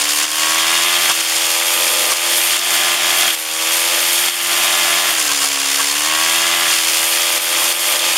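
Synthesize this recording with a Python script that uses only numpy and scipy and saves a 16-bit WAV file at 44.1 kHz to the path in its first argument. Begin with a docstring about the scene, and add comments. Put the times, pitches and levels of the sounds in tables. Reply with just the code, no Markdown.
"""A four-stroke petrol brushcutter works through long grass and brush a few metres away, in faint outdoor air.
It picks up from a sag with a howling outlet as stems snap, reaches the rev limiter and sputters, and swings
away and back; a brief bite pulls the speed down near 3.4 s, a long one tears wood and drags it lowest at 5-6 s.
It howls as it recovers, bites once more near 6.7 s and ends at the limiter. Pulses locked to the crank make
the exhaust note and casing buzz; shaped noise makes gas rasp, clatter, cut grass, torn wood and air."""
import sys
import numpy as np
from scipy import signal
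from scipy.fft import rfft, irfft
from scipy.io import wavfile
from scipy.ndimage import uniform_filter1d

SR = 44100
rng = np.random.default_rng(int(sys.argv[2]) if len(sys.argv) > 2 else 0)


def persist_wave(psi):
    """Save psi, clipped to +-1, as 16-bit WAV."""
    counts = np.round(np.clip(psi, -1, 1) * 32767).astype(np.int16)
    wavfile.write(sys.argv[1], SR, np.atleast_2d(counts).T)


N = 360297
T = np.arange(N) / SR


def undb(db):
    """Decibels to gain."""
    return 10 ** (np.asarray(db) / 20)


def unit(x):
    """Scale to rms 1."""
    return x / np.sqrt(np.mean(x ** 2))


def curve(table):
    """Join (time [s], value) rows by straight lines."""
    time_s, value = np.transpose(table)
    return np.interp(T, time_s, value)


def causal(log_gain):
    """Minimum-phase response: starts at once and rings out with the given gains."""
    cepstrum = irfft(log_gain)
    half = len(cepstrum) // 2
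    cepstrum[1:half] *= 2
    cepstrum[half + 1:] = 0
    return irfft(np.exp(rfft(cepstrum)))


def colour(x, points):
    """Filter by a spectrum of (frequency [Hz], level [dB]) points; rms 1."""
    hz, db = np.transpose(points)
    grid_hz = np.fft.rfftfreq(4096, 1 / SR)
    level_db = np.interp(np.log(grid_hz + 1), np.log(hz), db)
    response = causal(np.log(undb(level_db)))
    return unit(signal.fftconvolve(x, response)[:N])


def resonate(x, hz, width_hz):
    """One resonance; rms 1."""
    return unit(signal.lfilter(*signal.iirpeak(hz, hz / width_hz, fs=SR), x))


def ring(x, modes):
    """Parallel resonances of (frequency [Hz], width [Hz], gain [dB]); rms 1."""
    out = 0
    for hz, width_hz, db in modes:
        out = out + undb(db) * signal.lfilter(*signal.iirpeak(hz, hz / width_hz, fs=SR), x)
    return unit(out)


def walk(rate_hz):
    """Random wander of rms 1 with rate_hz new targets a second, joined by straight lines."""
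    return unit(np.interp(T * rate_hz, np.arange(N), rng.standard_normal(N)))


def grains(spread_db):
    """Dense tiny cracks, a few much larger than the rest."""
    size = undb(spread_db * np.minimum(rng.exponential(size=N), 7))
    return rng.standard_normal(N) * size


def puffs(cycle, depth_db, crank_db, scatter_db, lag):
    """Noise envelope pulsing once a firing and once a crank turn, each swell of random size; lag in cycles."""
    angle = 2 * np.pi * (cycle - lag)
    size = rng.standard_normal(N)[np.floor(cycle - lag + 1.5).astype(int)]
    swell = (1 + np.cos(angle)) / 2
    level_db = depth_db * np.cos(angle) + crank_db * np.cos(2 * angle)
    return unit(undb(level_db + scatter_db * size * swell))


def kicks(cycle):
    """One sharp, rounded kick at the start of each cycle, local mean removed."""
    since_samples = ((cycle + .5) % 1 - .5) / np.gradient(cycle)
    kick = np.exp(-(since_samples / 2) ** 2)
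    return kick - uniform_filter1d(kick, size=4096)


def dips():
    """Gain that falls within milliseconds and creeps back; the deepest dip in progress counts."""
    # brief level dips: (time [s], depth [dB])
    dip_rows = [(0.253, 4.5), (1.125, 2), (1.215, 3.5), (2.137, 3.5), (2.57, 4), (2.95, 2.5), (3.31, 1.5),
                (3.349, 7), (4.29, 5.5), (5.005, 2.2), (5.11, 1.5), (5.47, 1.5), (7.38, 4), (7.725, 4),
                (7.97, 2)]
    fall_s, recovery_s_per_db = 0.0025, 0.04
    down_db = 0
    for start_s, depth_db in dip_rows:
        back = np.clip((T - start_s) / (recovery_s_per_db * depth_db), 0, 1)
        fall = np.clip((T - start_s) / fall_s, 0, 1)
        down_db = np.maximum(down_db, depth_db * fall * (1 - back ** 2))
    return undb(-down_db)


def outdoor_air():
    """Steady outdoor air: noise weighted to the lows."""
    # air spectrum: (frequency [Hz], level [dB])
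    spectrum = [(20, -10), (60, -11), (150, -10.5), (400, -30), (2000, -29)]
    return colour(rng.standard_normal(N), spectrum)


def grass():
    """Cut grass: dense fine cracks give a bright hiss."""
    # cut-grass spectrum: (frequency [Hz], level [dB])
    spectrum = [(300, -45), (3000, -25), (6500, -27), (8500, -2.5), (10500, -6), (12300, -3.5),
                (14000, -10), (15600, -19)]
    return colour(grains(spread_db=2.5), spectrum)


def brush(cycle):
    """Woody clumps tear in chopped bursts and their branches ring; single stems snap."""
    # blade in a clump: (centre [s], half-length to 1/e [s], relative tearing [dB], branch ringing [dB])
    bites = [(0.205, 0.03, -26, -49), (1.102, 0.018, -26, -17), (1.365, 0.032, -12, -32),
             (2.121, 0.013, -6, -20), (2.525, 0.013, -13, -31), (5.088, 0.019, -18, -24),
             (5.193, 0.018, -11, -22), (5.257, 0.042, -36, -25.5), (5.313, .018, -20, -20.5),
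             (5.441, 0.035, -15, -21), (5.808, 0.021, -17, -18.5), (6.728, 0.07, -14, -34),
             (7.6, .07, -25, -29), (7.9, .05, -25, -30)]
    # stem snaps: (time [s], relative level [dB])
    stems = [(0.0178, 9), (0.09, 4), (0.232, 3), (0.289, 1), (0.3155, 5), (1.097, 7), (1.2055, 4),
             (2.4154, 2), (2.5934, 2), (3.21, 6), (5.3163, 4), (7.379, 1)]
    # torn-wood spectrum: (frequency [Hz], level [dB])
    wood_spectrum = [(250, -47), (700, -20), (1300, -41), (3000, -8.5), (5000, -4), (9500, -5),
                     (15000, -29)]
    # struck-branch resonances: (frequency [Hz], width [Hz], gain [dB])
    branch_modes = [(795, 73, -3), (1120, 100, 6.5), (1320, 60, 4), (1580, 70, 4), (2530, 1300, -6)]
    tear_level, branch_level = 0, 0
    for centre_s, length_s, tear_db, branch_db in bites:
        contact = np.exp(-((T - centre_s) / length_s) ** 2)
        tear_level = tear_level + undb(tear_db) * contact
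        branch_level = branch_level + undb(branch_db) * contact
    chops = grains(spread_db=3.5) * puffs(cycle, depth_db=-4, crank_db=4.5, scatter_db=3.5, lag=0.14)
    tearing = undb(-6.5) * tear_level * colour(chops, wood_spectrum)
    branches = branch_level * ring(chops, branch_modes)

    snap_level = np.zeros(N)
    age_s = T[:1000]
    for time_s, db in stems:
        i = int(time_s * SR)
        snap_level[i:i + len(age_s)] += undb(db) * np.exp(-age_s / 0.0026)
    snaps = undb(-13.5) * snap_level * colour(rng.standard_normal(N), wood_spectrum)
    return tearing + branches + snaps


def head(cycle):
    """Each crank turn jolts the drive shaft and rings the cutting head, the power stroke most."""
    # cutting-head modes: (frequency [Hz], width [Hz], gain [dB])
    head_modes = [(3267, 79, -4), (3490, 370, -12), (2710, 590, -15.5)]
    jolts = puffs(cycle, depth_db=3.5, crank_db=3, scatter_db=1.5, lag=.3)
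    return ring(rng.standard_normal(N) * jolts, head_modes)


def mechanism(cycle, load):
    """Piston, valves and clutch clatter in dense little knocks, bunched at each firing."""
    # clatter spectrum: (frequency [Hz], level [dB])
    spectrum = [(150, -59), (500, -23), (1200, -5.5), (3000, -2.5), (4400, 2.5), (5100, 2.5), (5700, 0.5),
                (6500, 2), (7300, 3), (8800, -1.5), (10200, -1.5), (11500, -9), (15500, -14)]
    swell = puffs(cycle, depth_db=1.4 + 1.8 * load, crank_db=.5, scatter_db=1.1, lag=0)
    return colour(grains(spread_db=2.5) * swell, spectrum)


def gas(cycle, load):
    """Spent gas rushes out once a firing, in harder gusts under load."""
    # gas-rush spectrum: (frequency [Hz], level [dB])
    spectrum = [(120, -21), (230, -19.5), (330, -8), (520, -7.5), (750, -1.5), (1200, 1.5), (1550, 3),
                (2100, 7), (2900, 8), (3650, 2.5), (4200, -12), (9000, -31.5)]
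    swell = puffs(cycle, depth_db=1.9 + 1.2 * load, crank_db=1, scatter_db=1.1, lag=.12)
    return colour(rng.standard_normal(N) * swell, spectrum)


def casing(cycle):
    """Combustion knocks the casing and a valve shuts half a cycle later: a hard, pitched buzz."""
    # casing modes: (frequency [Hz], width [Hz], gain before tilt [dB])
    casing_modes = [(1900, 110, -27), (2470, 350, -11), (2400, 47, 10), (2620, 190, 11.5), (2835, 46, 15),
                    (3113, 46, 12), (3270, 310, 6), (3290, 220, 8.5), (3740, 160, -9)]
    delay_samples = 23  # each mode comes from its own panel, a little later than the last
    knocks = kicks(cycle - .1) + 1.25 * kicks(cycle - .6)
    panels = 0
    for k, (hz, width_hz, db) in enumerate(casing_modes):
        panels = panels + undb(db) * resonate(np.roll(knocks, delay_samples * k), hz, width_hz)
    return colour(panels, [(800, -8.5), (2200, 1.5), (3700, 20), (5000, -11.0)])


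def sputter(cycle, facing):
    """At the limiter, ill-timed charges pop in the silencer and fill the gaps between harmonics."""
    # limiter spells: (start [s], end [s], pipe level [dB])
    spells = [(0.949, 1.125, -38), (1.76, 2.136, -31.5), (2.23, 2.413, -36), (2.55, 3.29, -33),
              (3.894, 4.048, -32), (4.093, 4.205, -40), (4.51, 5.152, -33), (7.33, 7.897, -38.5),
              (7.914, 8.17, -34)]
    away_hz, facing_rise_hz = 509, 208
    width_cycles = .004
    timing = rng.uniform(.1, .9, N)[cycle.astype(int)]
    pops = np.exp(-((cycle % 1 - timing) / width_cycles) ** 2)
    pops = pops - width_cycles * np.sqrt(np.pi)  # remove the mean
    chamber = resonate(resonate(pops, 342, 170), 342, 170)
    out = 0
    for start_s, end_s, pipe_db in spells:
        hz = away_hz + facing_rise_hz * np.interp((start_s + end_s) / 2, T, facing)
        gate = np.clip(np.minimum(T - start_s, end_s - T) / 0.015 + .5, 0, 1)
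        pipe = resonate(resonate(pops, hz, 260), hz, 260)
        out = out + gate * (undb(pipe_db) * pipe + undb(-43.5) * chamber)
    return out


def howl(cycle, facing):
    """The open end reflects each pulse upside down and rings, loudest when it faces the listener."""
    # labouring engine picks up: (start [s], end [s], level when facing [dB])
    spells = [(0, .82, -30), (5.598, 6.2, -30)]
    # outlet resonances: (frequency [Hz], width [Hz], gain [dB])
    outlet_modes = [(1125, 60, 0), (760, 60, -15)]
    fade_s = .17  # outside each spell
    level = 0
    for start_s, end_s, db in spells:
        fade = np.clip(1 + np.minimum(T - start_s, end_s - T) / fade_s, 0, 1)
        level = level + undb(db) * fade
    return level * np.sqrt(np.abs(facing)) * ring(-kicks(cycle), outlet_modes)


def exhaust(cycle, harmonics, skirt_db):
    """One pressure pulse a firing, ringing out within the cycle; skirt in dB per harmonic outside the table."""
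    order, db = np.transpose(harmonics)
    k = np.arange(513)
    outside = np.maximum(order[0] - k, 0) + np.maximum(k - order[-1], 0)
    level_db = np.maximum(np.interp(k, order, db) - skirt_db * outside, -60)
    pulse = causal(np.log(undb(level_db)))
    phase = np.linspace(0, 1, len(pulse) + 1)
    return unit(np.interp(cycle % 1, phase, np.append(pulse, pulse[0])))


def beam(facing, lobe_db, aim, width, spill_db):
    """Bell-shaped lobe over a spill in all directions; aim and width in facing, spill relative to lobe."""
    return undb(lobe_db) * (np.exp(-((facing - aim) / width) ** 2) + undb(spill_db))


def hum(cycle):
    """Lowest exhaust harmonics, spreading all round."""
    # hum harmonics: (multiple of firing rate [-], relative level [dB])
    harmonics = [(1, -23), (2, -14), (3, -19), (4, 5), (5, -4.5)]
    return exhaust(cycle, harmonics, skirt_db=22)


def drone(cycle, facing):
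    """Middle exhaust harmonics, beamed to the listener when the outlet is turned away."""
    # drone harmonics: (multiple of firing rate [-], relative level [dB])
    harmonics = [(6, -1.7), (7, -0.4), (8, -10.2), (9, -5.6), (10, -2.1), (11, -5.4), (12, -1.6),
                 (13, -12.7), (14, 0.0), (15, -4.6)]
    lobe = beam(facing, lobe_db=-28, aim=0.03, width=0.43, spill_db=-31.5)
    return lobe * exhaust(cycle, harmonics, skirt_db=15.5)


def bark(cycle, facing):
    """Exhaust harmonics reaching higher, beamed to the listener when the outlet faces."""
    # bark harmonics: (multiple of firing rate [-], relative level [dB])
    harmonics = [(2, -20.6), (3, -21.4), (4, -12.2), (5, -18.4), (6, -23.1), (7, -6.4), (8, -6.7),
                 (9, -6.0), (10, -7.5), (11, -10.7), (12, -2.8), (13, -4.4), (14, -0.6), (15, -10.2),
                 (16, -3.8), (17, -6.8), (18, -12.6), (19, -16.7), (20, 0.0), (21, -9.2), (22, -10.3),
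                 (23, -18.2), (24, -1.2), (25, -8.9)]
    lobe = beam(facing, lobe_db=-23.5, aim=0.96, width=0.4, spill_db=-17)
    return lobe * exhaust(cycle, harmonics, skirt_db=11.5)


def silencer(x):
    """Echoes between the baffles spread each pulse in time without colouring it (all-pass)."""
    round_trip_s, echo = .0034, 0.38
    trip = np.exp(-2j * np.pi * np.fft.rfftfreq(N, 1 / SR) * round_trip_s)
    # main pulse stays in step; a little leaks out before it, the rest trails behind
    return irfft(rfft(x) * (1 - echo / trip) / (1 - echo * trip), N)


def scene():
    """Engine, cutting head and vegetation balanced by swing and load, over faint outdoor air."""
    # engine speed, dragged down by cuts: (time [s], firing rate [Hz])
    speed = [(0.04, 74.3), (0.24, 76.15), (0.69, 83.1), (0.94, 86.36), (1.08, 85.15), (1.19, 81.4),
             (1.44, 82.7), (1.71, 85.88), (3.28, 85.6), (3.37, 80.2), (3.48, 79.7), (3.89, 85.66),
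             (5.09, 85.28), (5.29, 74), (5.34, 72.2), (5.61, 69.6), (5.84, 71.15), (6.2, 80.37),
             (6.47, 84.55), (6.65, 84.8), (6.79, 82.3), (6.88, 82.1), (7.19, 85.06), (8.17, 85.77)]
    # worker's swings: (time [s], facing [0 = outlet turned away, 1 = at the listener])
    swing = [(0, 0.33), (.32, 0.58), (.5, 1), (1.06, 0.76), (1.18, 0.41), (1.6, 0.079), (2.1, .08),
             (2.5, 0.47), (2.8, 0.8), (3.28, 0.73), (3.37, .17), (3.85, 0.16), (4.3, 0.55), (4.65, 0.82),
             (5.06, 0.91), (5.2, 0.43), (5.9, 0.36), (6.15, 0.9), (6.62, 0.98), (6.8, 0.49), (7.15, .14),
             (8.17, .23)]
    free_hz, full_load_sag_hz = 87.14, 14.5
    firing_hz = curve(speed)
    facing = curve(swing)
    # cycles since the start: one firing, two crank turns each
    cycle = np.cumsum(firing_hz * (1 + .0007 * walk(40) + .0016 * walk(8))) / SR
    load = np.clip((free_hz - firing_hz) / full_load_sag_hz, 0, 1)  # the deeper the sag, the harder it labours

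    def gain(base_db, facing_db, load_db):
        """Part gain: turned away and unloaded, plus rises at full facing and full load."""
        return undb(base_db + facing_db * facing + load_db * load)

    beamed = undb(-3.5 * load) * (drone(cycle, facing) + bark(cycle, facing))  # weaker under load
    note = silencer(gain(-39, 2.5, 0.2) * hum(cycle) + beamed + howl(cycle, facing))
    buzz = gain(-34, 10.5, -0.5) * casing(cycle)
    rasp = gain(-21.5, 1.5, -3.5) * undb(0.39 * walk(25)) * gas(cycle, load)
    clatter = gain(-18, -.2, 0.6) * undb(0.82 * walk(40)) * mechanism(cycle, load)
    engine = note + buzz + sputter(cycle, facing) + rasp + clatter

    head_ring = gain(-23.5, 3, -9) * undb(1.3 * walk(12)) * head(cycle)
    hiss = gain(-19.3, -4.5, -7.5) * undb(1.04 * walk(60) + 1.6 * walk(11)) * grass()
    cutting = head_ring + hiss + brush(cycle)
    air = undb(-53) * outdoor_air()
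    return ((engine + cutting + air) * dips())[None]


def record(dry):
    """Mono camcorder on two equal channels: rounded peaks, three evenly spaced notches, steep top cut."""
    notch_hz, top_hz = 3950, 15700
    x = 1.1 * np.tanh(dry[0] / 1.1)
    for k, width_hz in enumerate([190, 280, 130]):
        hz = notch_hz * (k + 1)
        x = x - .92 * signal.lfilter(*signal.iirpeak(hz, hz / width_hz, fs=SR), x)
    x = signal.sosfilt(signal.ellip(10, .2, 80, top_hz, fs=SR, output="sos"), x)
    return np.array([x, x])


dry = scene()
out = record(dry)
persist_wave(out)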